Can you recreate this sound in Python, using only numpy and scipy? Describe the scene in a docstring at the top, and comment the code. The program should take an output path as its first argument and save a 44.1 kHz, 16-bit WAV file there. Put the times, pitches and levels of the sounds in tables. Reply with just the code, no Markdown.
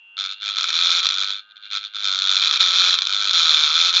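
"""A rasping buzz from a small hand-held motor in a quiet room, close to a narrow-band microphone.
The rotor, at about 100 turns/s, catches on something hard, probably the plastic casing: one knock a turn.
Pressed harder it slows, knocks twice a turn and chatters.
Running free, only its faint whine and hum are left."""
import sys
import numpy as np
from scipy import signal
from scipy.fft import rfft, irfft
from scipy.io import wavfile

SR = 44100
rng = np.random.default_rng(int(sys.argv[2]) if len(sys.argv) > 2 else 0)


def dump_mix(stems):
    """Bounce the given channels to the path in sys.argv[1] as a 16-bit WAV at rate SR."""
    frames = np.atleast_2d(stems).T  # one column per channel
    limited = np.clip(frames, -1, 1)  # hard clip at full scale
    pcm = np.round(limited * 32767).astype(np.int16)
    wavfile.write(sys.argv[1], SR, pcm)


N = 176400

# how firmly the rotor catches (time [s], relative knock level [dB])
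CONTACT = [(0, -68), (.158, -72), (.168, -22.5), (.195, -12), (.226, -14), (.238, -13), (.26, -15),
           (.279, -21), (.32, -15.5), (.34, -21.5), (.352, -36), (.395, -34), (.422, -17.5), (.49, -14),
           (.53, -18.5), (.58, -12), (.64, -14), (.66, -19), (.705, -10.5), (.72, -16), (.74, -7.5),
           (.805, -10), (.825, -7.5), (1, -8), (1.015, -18), (1.04, -11.5), (1.06, -11), (1.125, -12.5),
           (1.18, -11.5), (1.21, -11), (1.25, -10.5), (1.267, -16), (1.288, -11), (1.395, -23),
           (1.42, -39.5), (1.48, -48), (1.517, -31.5), (1.54, -69), (1.562, -28), (1.59, -41.5),
           (1.66, -24), (1.69, -37.5), (1.702, -24), (1.729, -12.5), (1.778, -14.5), (1.805, -26.5),
           (1.848, -17), (1.877, -25.5), (1.887, -34), (1.918, -38), (1.944, -19), (1.962, -16.5),
           (2.01, -16.5), (2.055, -10.5), (2.24, -11), (2.3, -7.5), (2.4, -10.5), (2.42, -8), (2.43, -14),
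           (2.565, -10.5), (2.585, -25.5), (2.602, -5), (2.7, -9.5), (2.742, -8.5), (2.765, -6.5),
           (2.945, -6), (2.97, -15), (3.06, -14), (3.14, -8.5), (3.17, -11), (3.3, -8.5), (3.318, -22),
           (3.332, -7.5), (3.645, -5.5), (3.7, -9), (3.75, -7), (3.86, -6.5), (3.905, -8.5), (3.923, -16.5),
           (3.94, -7), (4, -9)]
# pressure on the rotor (time [s], second knock re first [dB], chatter [0-1])
PRESSURE = [(0, -30, 0), (.58, -22.5, 0.13), (.65, -2, 0.77), (.69, -2, 0.95), (.8, -6, .7),
            (.84, -5, 0.24), (1, -3, 0.27), (1.05, 1, .8), (1.1, -12, 0.61), (1.16, -33, 0.19),
            (2.05, -43.5, .04), (2.39, -23, 0.17), (2.42, 1, 0.93), (2.58, 0.5, 1), (2.62, -4, 0.48),
            (2.78, -1.5, .3), (2.94, -4.5, 0.45), (2.99, -3.5, .9), (3.08, -50, 0.23), (3.2, -10.5, 0.13),
            (3.29, -19, 0.45), (3.33, 0, .3), (3.42, -2.5, .2), (3.6, -3, .25), (3.86, -4, .3),
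            (4, -3.5, .6)]


def knocks(t, turns):
    """Rotor strikes as times [s] and levels [dB]: one a turn, a second under pressure, plus snags."""
    # single hard knocks as the rotor snags (time [s], relative level [dB])
    snags = [(0.5842, -7.5), (.594, -13.5), (.609, -9.5), (0.6303, -10), (.6415, -5.5), (1.056, -4.5),
             (1.0675, -5), (1.089, -6.5), (1.102, -9.5), (1.1215, -10.5), (2.367, -4.5), (2.473, -5.5),
             (2.511, -4), (2.988, -3.5), (3.02, -6), (3.07, -8), (3.31, -6), (3.9675, -3.5), (3.979, -5)]
    second_lag_turns = .55
    slip_s, chatter_s = 8e-6, .0005
    scatter_db, chatter_db = 1.0, 3.5
    turn, is_second = np.divmod(np.arange(800), 2)
    knock_s = np.interp(turn + second_lag_turns * is_second, turns, t, right=2 * t[-1])
    chatter = curve(PRESSURE, knock_s, column=2)
    time_jitter, level_jitter = rng.standard_normal((len(turn), 2)).T
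    knock_db = curve(CONTACT, knock_s) + is_second * curve(PRESSURE, knock_s)
    knock_db += level_jitter * (scatter_db + chatter_db * chatter ** 2)
    knock_s += time_jitter * (slip_s + chatter_s * chatter ** 2)
    snag_s, snag_db = np.array(snags).T
    near_snag = np.abs(knock_s[:, None] - snag_s).min(axis=1) < .005
    return np.r_[snag_s, knock_s], np.r_[snag_db, knock_db - 20 * near_snag]


def rasp(t, turns):
    """Each knock rebounds, scrapes and rings the casing; firmer ones reach further into bass and treble."""
    # a faint lead-in click that softens each knock's attack, then two rebounds
    # (delay [s], level re knock [dB])
    side_hits = [(-.0003, -12), (.0006, -10.5), (.0014, -4)]
    # casing response, resonant near 1.35, 2.45, 3.55, 4.1, 5.6 kHz (frequency [Hz], gain [dB])
    casing = [(30, -56.5), (200, -54), (300, -38.5), (520, -28), (700, -29.5), (950, -22), (1120, -17),
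              (1320, -6.5), (1480, -11.5), (1750, -18), (2100, -18), (2420, -5.5), (2820, -20), (3080, -10),
              (3300, -2.5), (3560, 2), (3830, -2), (4130, 1), (4330, -5), (4650, -11), (4900, -11.5),
              (5250, -15), (5600, -10), (6150, -19), (6650, -17.5), (7200, -25.5), (8000, -41)]
    # splits of the core range; each part varies from knock to knock (frequency [Hz])
    splits_hz = [2000, 3000, 3970]
    core_hz = (1140, 4530)  # rung even by a light knock
    scrape_db, scrape_s = -23, .0019
    gain_db, firm_db, band_scatter_db = 24, -10, 1.1
    knock_s, knock_db = knocks(t, turns)
    count, hits_per_knock = len(knock_s), len(side_hits) + 1
    spread = .016 + .16 * curve(PRESSURE, knock_s, column=2)
    side_s = [knock_s + delay_s * (1 + spread * rng.standard_normal(count)) for delay_s, _ in side_hits]
    hit_s = np.concatenate([knock_s] + side_s)
    hit_db = np.concatenate([knock_db] + [knock_db + drop_db for _, drop_db in side_hits])
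    grit = undb(scrape_db) * rng.standard_normal(N)

    def force(hardening_db_per_db):
        scatter_db = band_scatter_db * rng.standard_normal(count)
        dull_db = hardening_db_per_db * np.minimum(knock_db - firm_db, 0)
        hits = impulses(hit_s, undb(hit_db + np.tile(dull_db + scatter_db, hits_per_knock)))
        scrape_envelope = signal.lfilter([1], [1, -np.exp(-1 / (scrape_s * SR))], hits)
        return hits + grit * scrape_envelope

    edges_hz = [core_hz[0], *splits_hz, core_hz[1]]
    core = sum(band(force(0), lo, hi) for lo, hi in zip(edges_hz, edges_hz[1:]))
    firm = force(hardening_db_per_db=.72)
    bass_and_treble = firm - band(firm, *core_hz)
    return undb(gain_db) * colour(core + bass_and_treble, casing)


def motor(t, turns):
    """Thin whine and lower hum, both locked to the rotor."""
    # motor tones, both tables (order [cycles/turn], relative level [dB])
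    whine = [(9, -24), (24, -23.5), (25, -14), (26, -8.5), (27, 3.5), (28, -4.5), (29, -13.5), (30, -20),
             (31, -19), (32, -18.5), (33, -16)]
    hum = [(12, -3.5), (13, -5.5), (14, -4.5), (15, 0.5), (16, -9)]
    # tone gains (time [s], whine [dB], hum [dB])
    gains = [(0, -51.5, -79), (.16, -48.5, -65), (.25, -49, -62), (.37, -48.5, -63), (1.2, -53.5, -42.5),
             (1.45, -63.5, -57.5), (1.6, -67, -53.5), (1.65, -52, -54), (1.9, -57.5, -57.5),
             (2.1, -58, -41.5), (2.6, -54, -45), (4, -60, -43.5)]

    def tones(table):
        return sum(undb(db) * np.sin(2 * np.pi * (order * turns + rng.random())) for order, db in table)

    return undb(curve(gains, t)) * tones(whine) + undb(curve(gains, t, column=2)) * tones(hum)


def room(x):
    """Direct sound, near reflections and a short diffuse tail."""
    # reflections off near surfaces (delay [s], gain [dB])
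    echoes = [(.0028, -19.5), (.0039, -19.5), (.0054, -18.5)]
    tail_db, t60_s = -14, .15
    t = np.arange(SR // 4) / SR
    tail = rng.standard_normal(len(t)) * undb(-60 * t / t60_s) * (t > .003)
    response = undb(tail_db) * tail / np.linalg.norm(tail)
    response[0] = 1
    for delay_s, db in echoes:
        response[int(delay_s * SR)] += undb(db)
    return signal.fftconvolve(x, response)[:N]


def background(t):
    """Steady hiss and a faint rumble that swells with the rasp."""
    # noise spectra, both tables (frequency [Hz], relative density [dB])
    hiss = [(30, -6.5), (150, 3), (400, 3), (1000, 8), (3000, 9.5), (5000, -9.5), (7000, -8), (8000, -17)]
    rumble = [(30, 1.5), (70, -1), (150, -4.5), (300, -7.5), (1000, -33.5), (8000, -68)]
    return noise(hiss, rms_db=-70) + noise(rumble, rms_db=curve(CONTACT, t) - 67)


def undb(db):
    """Decibels to gain."""
    return 10 ** (np.asarray(db) / 20)


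def curve(table, t, column=1):
    """One table column, linearly interpolated in time."""
    rows = np.array(table, float)
    return np.interp(t, rows[:, 0], rows[:, column])


def colour(x, points):
    """Minimum-phase filter through (frequency [Hz], gain [dB]) points."""
    hz, db = np.array(points, float).T
    grid_hz = np.maximum(np.fft.rfftfreq(2048, 1 / SR), 1)
    gain = undb(np.interp(np.log(grid_hz), np.log(hz), db))
    cepstrum = irfft(np.log(gain))
    half = len(cepstrum) // 2
    cepstrum[1:half] *= 2
    cepstrum[half + 1:] = 0
    response = irfft(np.exp(rfft(cepstrum)))
    return signal.fftconvolve(x, response)[:N]


def impulses(times_s, sizes):
    """Clicks, each shared between two neighbouring samples."""
    inside = (times_s > 0) & (times_s < (N - 2) / SR)
    at, sizes = times_s[inside] * SR, sizes[inside]
    i = at.astype(int)
    return np.bincount(i, sizes * (1 - at + i), N) + np.bincount(i + 1, sizes * (at - i), N)


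def band(x, lo_hz, hi_hz):
    """Soft-edged band-pass; adjacent bands sum flat."""
    f = np.fft.rfftfreq(2 * N, 1 / SR)
    below = lambda hz: 1 / (1 + (f / hz) ** 20)
    return irfft(rfft(x, 2 * N) * (below(hi_hz) - below(lo_hz)))[:N]


def noise(spectrum, rms_db):
    """Coloured noise at a given level."""
    x = colour(rng.standard_normal(N), spectrum)
    return undb(rms_db) * x / x.std()


def scene():
    """Rotor speed drives the knocks and motor tones, over hiss and rumble."""
    # rotor speed (time [s], speed [turns/s])
    speed = [(0, 101.5), (.17, 102.4), (.25, 95), (.4, 103.7), (.57, 99.3), (.64, 86), (.72, 81), (.83, 87),
             (1.08, 88), (1.18, 97.7), (1.38, 101.5), (1.46, 103.5), (1.68, 103.8), (1.78, 101.7),
             (1.92, 103.5), (2.03, 102.8), (2.11, 94.8), (2.38, 96.7), (2.48, 86.4), (2.6, 94.2),
             (2.69, 86.8), (2.78, 91.2), (2.94, 89), (3.03, 90.2), (3.11, 98), (3.2, 103.5), (3.29, 96.6),
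             (3.37, 85), (3.52, 78), (3.7, 74.4), (3.78, 84.7), (3.89, 88.7), (4, 87.6)]
    t = np.arange(N) / SR
    turns = np.cumsum(curve(speed, t)) / SR - .25
    floor = background(t)
    return (room(rasp(t, turns)) + motor(t, turns) + floor)[None]


def record(dry):
    """The microphone rounds the highest peaks and cuts the top steeply."""
    ceiling, top_hz = .85, 7600
    rounded = dry / (1 + (dry / ceiling) ** 4) ** .25
    lowpass = signal.cheby1(14, .2, top_hz, fs=SR, output="sos")
    return signal.sosfilt(lowpass, rounded)


dry = scene()
out = record(dry)
dump_mix(out)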